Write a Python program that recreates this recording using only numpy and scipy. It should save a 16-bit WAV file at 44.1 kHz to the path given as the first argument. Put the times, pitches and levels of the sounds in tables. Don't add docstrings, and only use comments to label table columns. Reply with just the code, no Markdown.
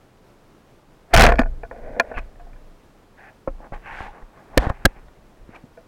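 import sys
import numpy as np
from scipy import signal
from scipy.fft import rfft, irfft, next_fast_len
from scipy.io import wavfile

SR = 44100
rng = np.random.default_rng(int(sys.argv[2]) if len(sys.argv) > 2 else 0)


def wrap_up_sound(samples):
    columns = np.atleast_2d(samples).T
    tamed = np.clip(columns, -1, 1)
    steps = np.round(tamed * 32767).astype(np.int16)
    wavfile.write(sys.argv[1], SR, steps)


N = 258867
T = np.arange(N) / SR


def undb(db):
    return 10 ** (np.asarray(db) / 20)


def unit(x):
    return x / np.sqrt(np.mean(x ** 2))


def swell(movements, ramp_db=20):
    t = T[::40]
    start, rise, hold, fall, db = np.transpose(movements)[:, :, None]
    before = np.maximum((start + rise - t) / rise, 0)
    after = np.maximum((t - start - rise - hold) / fall, 0)
    gain = undb(db - ramp_db * np.minimum(before + after, 10))
    return np.interp(T, t, np.sqrt(np.sum(gain ** 2, axis=0)))


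def colour(x, points, tilt_db=0):
    size = next_fast_len(len(x))
    octave = np.log2(np.maximum(np.arange(size // 2 + 1) * SR / size, 1))
    hz, db = np.transpose(points)
    tilted_db = db + tilt_db * np.log2(hz / hz[0])
    gain = undb(np.interp(octave, np.log2(hz), tilted_db))
    return unit(irfft(rfft(x, size) * gain, size)[:len(x)])


def wander(rate):
    knots = rng.standard_normal(4096)
    return unit(np.interp(T * rate, np.arange(len(knots)), knots))


def ticks(rate, spread_db):
    hits = rng.random(N) < rate / SR
    return hits * rng.choice([-1, 1], N) * undb(spread_db * rng.standard_normal(N))


def fade(t, t60):
    return np.exp(-np.log(1000) * t / t60)


def add(out, s, sound):
    start = int(s * SR)
    out[start:start + len(sound)] += sound[:N - start]


# f/Hz, relative level/dB
SEA_TONE = [(12, -38), (20, -1.5), (38, -8), (55, -23), (81, -12.5), (107, -12.5), (210, -13), (410, -15.5),
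            (542, -17.5), (780, -20), (1480, -26.5), (2200, -31.5), (14700, -48.5), (16000, -47)]
def sea(level_db=-53):
    return undb(level_db + .5 * wander(14)) * colour(rng.standard_normal(N), SEA_TONE)


# t/s, slow wobble level/dB, fast wobble level/dB, ring time/s
MOUNT_JOLTS = [(1.1435, 7, 5.5, 0.53), (1.412, -10.5, -36, 0.38), (2.168, -21.5, -30, 0.39),
               (3.476, -23, -34.5, 0.52), (3.72, -24.5, -38, 0.52), (4.226, -29, -57, 0.18),
               (4.588, -20, -9.5, .12), (4.867, -13, -45, 0.1)]
# t/s, rise/s, hold/s, fall/s, level/dB
WATER_SWEEPS = [(1.128, .012, 0.014, 0.47, -16.5), (1.79, 0.057, 0.023, 0.26, -34),
                (1.895, 0.16, 0.5, .3, -43.5), (3.645, .17, 0.27, 0.12, -43),
                (4.38, 0.18, 0.42, 0.5, -44.5), (5.383, 0.026, .02, 0.11, -42)]
def mount(wobble_hz=(26.97, 52.48), still_db=-63):
    out, t = np.zeros(N), T[:SR]
    for s, *levels_db, t60 in MOUNT_JOLTS:
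        wobble = sum(undb(db) * np.sin(2 * np.pi * hz * t) for hz, db in zip(wobble_hz, levels_db))
        add(out, s, wobble * fade(t, t60))
    rumble_tone = [(5, -13.5), (18, -8), (27, 4.5), (38, -10), (53, -8), (72, -21.5), (115, -18),
                   (180, -35), (400, -32.5), (2000, -90)]
    surge = undb(still_db) + swell(WATER_SWEEPS)
    return out + surge * colour(rng.standard_normal(N), rumble_tone)


# t/s, rise/s, hold/s, fall/s, level/dB
BUBBLE_CLOUDS = [(1.126, 0.023, .13, 0.15, -23.5), (1.705, 0.013, 0.056, 0.083, -40.5),
                 (1.79, 0.056, 0.15, 0.29, -37.5), (2.05, 0.034, .02, .1, -45),
                 (2.2, 0.13, 0.29, 0.26, -60.5)]
# f/Hz, relative level/dB
BUBBLE_TONE = [(88, -45), (150, -13.5), (187, -27), (243, -2.5), (367, -12.5), (478, 0.5), (651, 0.5),
               (799, -10.5), (912, -14), (1320, -31), (1480, -14), (1790, -20), (2510, -27), (2700, -45.5),
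               (5000, -54.5), (6500, -81.5), (11000, -120)]
def bubbles():
    loudness = swell(BUBBLE_CLOUDS) * undb(0.7 * wander(49))
    return loudness * colour(ticks(rate=1500, spread_db=2.5), BUBBLE_TONE)


# f/Hz, relative level/dB
CRACK_TONE = [(60, -13), (250, -0.5), (700, 6.5), (1200, 8), (1800, -5.5), (2500, -6), (3100, -35),
              (5000, -42), (9000, -41.5), (16000, -50)]
def blow(notes, tilt_db, stretch, crack_db, crack_t60, detune, uneven_db, contact_s=.0008):
    t = T[:SR // 9]
    hz, db, t60 = np.transpose(notes)[:, :, None]
    pitch = hz * (1 + detune * rng.standard_normal(hz.shape))
    db = db + tilt_db * np.log2(hz / hz[0])
    db += uneven_db * rng.standard_normal(hz.shape)
    sign = (-1) ** np.arange(len(hz))[:, None]
    ring = np.sum(sign * undb(db) * fade(t, t60 * stretch) * np.sin(2 * np.pi * pitch * t), axis=0)
    crack = colour(rng.standard_normal(len(t)), CRACK_TONE, tilt_db / 2) * fade(t, crack_t60 * stretch)
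    onset = 1 - np.exp(-(t / contact_s) ** 2)
    return onset * (ring / np.abs(ring).max() + undb(crack_db) * crack)


# t/s, level/dB, brightness/(dB per octave), ring time multiplier, bounce delay/s
GUN_BLOWS = [(1.1322, -14, 4.5, 2.5, 0.0024), (1.1365, 7, 4.5, 0.39, 0.0038),
             (1.139, 25, 0.5, 0.38, 0.0046), (1.1477, 23.5, 3.5, .25, .002), (1.1634, 7, 16, 0.28, 0.0042),
             (1.1733, 14.5, 7, 0.39, 0.0065), (1.183, 20.5, -5.5, 0.32, 0.0037),
             (1.195, 7.5, 14.5, 0.38, .007), (1.2085, 22, 8, 0.21, 0.0041),
             (1.221, 16.5, 13.5, 0.37, 0.014), (1.2375, 9, -1.5, 0.43, .0125),
             (1.264, 9.5, 7, 0.24, 0.0061), (1.2884, -2, -5, 0.91, .0135), (1.32, -3, -1.5, 0.59, .017),
             (1.356, -22, 11, 0.69, 0.017), (1.385, -12, 3, 0.41, 0.0022),
             (1.3895, -5.5, 6.5, 1.63, 0.0048), (1.415, -9.5, -1, .63, .018),
             (1.458, -26.5, -4, 0.85, .005), (1.633, -22, -3, 0.88, 0.016),
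             (1.711, -25.5, -5.5, 0.68, 0.015), (1.7835, -34, -15, .71, .006),
             (1.9653, -22, -15, 1.3, 0.014), (1.997, 0, 2.5, 0.76, 0.0087), (2.1143, -18, -4, 0.63, 0.0052),
             (2.139, -27.5, -4, 1.9, .008), (2.1712, -27, 6.5, 1.7, 0.016), (2.357, -41, 3, 0.49, 0.0064),
             (2.397, -38, -4, 2.2, .008), (2.468, -41, -11.5, 0.8, 0.026), (2.531, -46.5, 10.5, 1, 0.0055),
             (2.56, -45.5, 2.5, 1.03, .006), (5.773, -35.5, -8.5, 1.32, .006)]
# f/Hz, relative level/dB, base ring time/s
GUN_NOTES = [(240, -29.5, 0.15), (487, -8.5, 0.078), (595, -14, 0.038), (679, -2, .08), (852.5, -15, 0.046),
             (1040, -8.5, 0.044), (1125, -22, 0.021), (1475, -6, 0.056), (1673, -8.5, 0.044),
             (1768, -3.5, 0.034), (2299, -10, 0.019), (2432, -10, 0.029), (3223, -29.5, .022),
             (4430, -25, 0.0085), (5250, -38, .028)]
def gun(bounce_db=-10.5):
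    out = np.zeros(N)
    for s, db, tilt_db, stretch, delay in GUN_BLOWS:
        for hit_s, hit_db in [(s, db), (s + delay, db + bounce_db)]:
            clack = blow(GUN_NOTES, tilt_db, stretch,
                         crack_db=-11.5, crack_t60=0.036, detune=0.021, uneven_db=3.5)
            add(out, hit_s, undb(hit_db) * clack)
    return out


# t/s, rise/s, hold/s, fall/s, level/dB
SPEAR_SLIDE = (1.1577, 0.0377, 0.06, 0.0474, -2.5)
# f/Hz, relative level/dB
TRACK_TONE = [(90, -5.5), (330, -4.5), (570, -3.5), (680, 7), (800, -3.5), (1150, -8), (1700, -8),
              (2500, -16), (3200, -28), (8000, -51.5), (16000, -60)]
def spear_scrape():
    return swell([SPEAR_SLIDE]) * colour(ticks(rate=3100, spread_db=3.5), TRACK_TONE)


# t/s, level/dB
WISHBONE_KNOCKS = [(1.308, -51), (1.356, -56), (1.394, -38)]
# f/Hz, relative level/dB, ring time/s
WISHBONE_NOTES = [(4440, -10, 0.13), (4860, -3, 0.057), (6660, -4, 0.055)]
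def wishbone():
    out, t = np.zeros(N), T[:SR // 4]
    ping = sum(undb(db) * np.sin(2 * np.pi * hz * t) * fade(t, t60) for hz, db, t60 in WISHBONE_NOTES)
    for s, db in WISHBONE_KNOCKS:
        add(out, s, undb(db) * ping)
    return out


# t/s, shell level/dB, brightness/(dB per octave), ring time multiplier, thud level/dB
CASE_BUMPS = [(1.392, -1.5, -7, 1, -30.5), (3.4743, -13, -2.5, 1.4, -23.5), (3.603, -32.5, -3, .35, -48.5),
              (3.721, -26.5, 0.5, 1.8, -25.5), (4.004, -22.5, 4, 0.74, -25), (4.223, -32, 1, 0.66, -46),
              (4.5728, 4.5, -11, 0.35, 2.5), (4.576, 28.5, 8.5, .26, -3), (4.6666, -15.5, 3, 0.94, -11),
              (4.699, -14.5, 5, 0.86, -11.5), (4.8476, -31, -1, 0.45, -4), (4.8533, 26, 4, .33, -2),
              (4.858, 3, -7, 0.45, -6.5), (5.083, -42.5, 10.5, .73, -54), (5.489, -33, -9, 1, -44),
              (5.638, -33.5, -14, 1, -50.5)]
# f/Hz, relative level/dB, base ring time/s
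CASE_NOTES = [(144.4, -10.5, 0.023), (261.4, -5.5, 0.058), (336, -7.5, 0.049), (510, -0.5, 0.043),
              (751, 0, 0.029), (1049, -5, 0.033), (1328, -8, 0.035), (1565, -14, 0.04),
              (1814, -10.5, 0.042), (2630, -48, 0.025), (3730, -33, 0.012)]
def case(thud_hz=62, thud_t60=0.019, give_s=0.00067, thud_lag_s=.003):
    out, t = np.zeros(N), T[:SR // 5]
    thud = -np.sin(2 * np.pi * thud_hz * t) * fade(t, thud_t60) * (1 - np.exp(-t / give_s))
    thud /= np.abs(thud).max()
    for s, db, tilt_db, stretch, thud_db in CASE_BUMPS:
        shell = blow(CASE_NOTES, tilt_db, stretch,
                     crack_db=-13.5, crack_t60=0.041, detune=0.039, uneven_db=5)
        add(out, s, undb(db) * shell)
        add(out, s + thud_lag_s, undb(thud_db) * thud)
    return out


# t/s, rise/s, hold/s, fall/s, level/dB, extra treble/dB
GLOVE_STROKES = [(2.039, .03, 0.16, 0.057, -55, 3.5), (2.157, 0.024, 0.0058, 0.016, -31.5, 6.5),
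                 (3.161, 0.038, .09, .035, -55.5, 8.5), (3.566, 0.077, 0.026, 0.026, -43, -17),
                 (3.72, 0.016, 0.0067, 0.054, -36, -3.5), (3.811, 0.059, 0.12, 0.11, -45.5, 12),
                 (3.971, 0.055, 0.04, 0.032, -38.5, 2), (4.081, 0.065, .04, 0.16, -45.5, -9),
                 (4.286, 0.091, .015, .15, -47, -9), (4.404, .14, 0.033, .05, -42.5, -11),
                 (4.573, 0.02, 0.074, 0.012, -27.5, -14.5), (4.68, 0.017, 0.0051, 0.025, -24, -24),
                 (4.687, 0.054, 0.17, .07, -51, 1.5), (4.937, 0.023, 0.0091, 0.1, -49.5, -1.5),
                 (5.479, 0.074, 0.011, 0.041, -41.5, -2)]
# f/Hz, relative level/dB
RUB_TONE = [(88, -37), (150, -2.5), (235, -4), (309, -7.5), (414, -4.5), (555, -2.5), (662, -1.5),
            (837, 2.5), (979, -5.5), (1140, -2.5), (1290, -8), (1530, -3.5), (2600, -12), (3700, -37),
            (16000, -57)]
# middle t/s, spread either side/s, level/dB
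GRIP_SQUEEZES = [(2.189, 0.0042, -45.5), (3.747, 0.008, -49.5), (4.007, 0.058, -48.5),
                 (4.633, 0.033, -41.5), (4.699, 0.0034, -36.5), (5.558, 0.0057, -47.5)]
# f/Hz, relative level/dB
RASP_TONE = [(1500, 9.5), (3300, 7.5), (5000, -3.5), (8000, -10), (16000, -28)]
def glove(split_hz=1400):
    rub = colour(ticks(rate=2500, spread_db=4), RUB_TONE)
    lows = signal.sosfiltfilt(signal.butter(2, split_hz, fs=SR, output="sos"), rub)
    highs = rub - lows
    low_gain = swell([(*timing, db) for *timing, db, _ in GLOVE_STROKES])
    high_gain = swell([(*timing, db + treble_db) for *timing, db, treble_db in GLOVE_STROKES])
    slide = undb(0.68 * wander(90)) * (low_gain * lows + high_gain * highs)
    grip = sum(undb(db) * np.exp(-.5 * ((T - s) / spread) ** 2) for s, spread, db in GRIP_SQUEEZES)
    rasp = colour(ticks(rate=1700, spread_db=3), RASP_TONE)
    return slide + grip * rasp


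# t/s, length/s, f/Hz, band width/Hz, level/dB
RUBBER_SQUEAKS = [(2.141, 0.058, 2550, 295, -46), (3.17, 0.14, 1700, 374, -52),
                  (3.177, 0.15, 734, 254, -54.5), (3.852, 0.27, 847, 149, -43),
                  (3.863, 0.173, 1600, 398, -44), (4.594, 0.096, 1670, 380, -44.5),
                  (5.555, 0.012, 2460, 250, -46)]
def squeaks():
    out = np.zeros(N)
    for s, length, hz, width, db in RUBBER_SQUEAKS:
        slips = ticks(rate=2000, spread_db=3)[:int(length * SR)]
        band = signal.butter(2, [hz - width / 2, hz + width / 2], "band", fs=SR, output="sos")
        ringing = unit(signal.sosfilt(band, slips))
        add(out, s, undb(db) * ringing * signal.windows.tukey(len(slips), .15))
    return out


def scene():
    shot = gun() + spear_scrape() + wishbone() + bubbles()
    handling = case() + mount() + glove() + squeaks()
    return (shot + handling + sea())[None]


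def record(dry, ceiling=0.46, top_hz=16200):
    fine = signal.resample_poly(dry, 2, 1, axis=-1)
    clipped = signal.resample_poly(np.clip(fine, -ceiling, ceiling), 1, 2, axis=-1)
    return signal.sosfilt(signal.ellip(10, .1, 80, top_hz, fs=SR, output="sos"), clipped)


dry = scene()
out = record(dry)
wrap_up_sound(out)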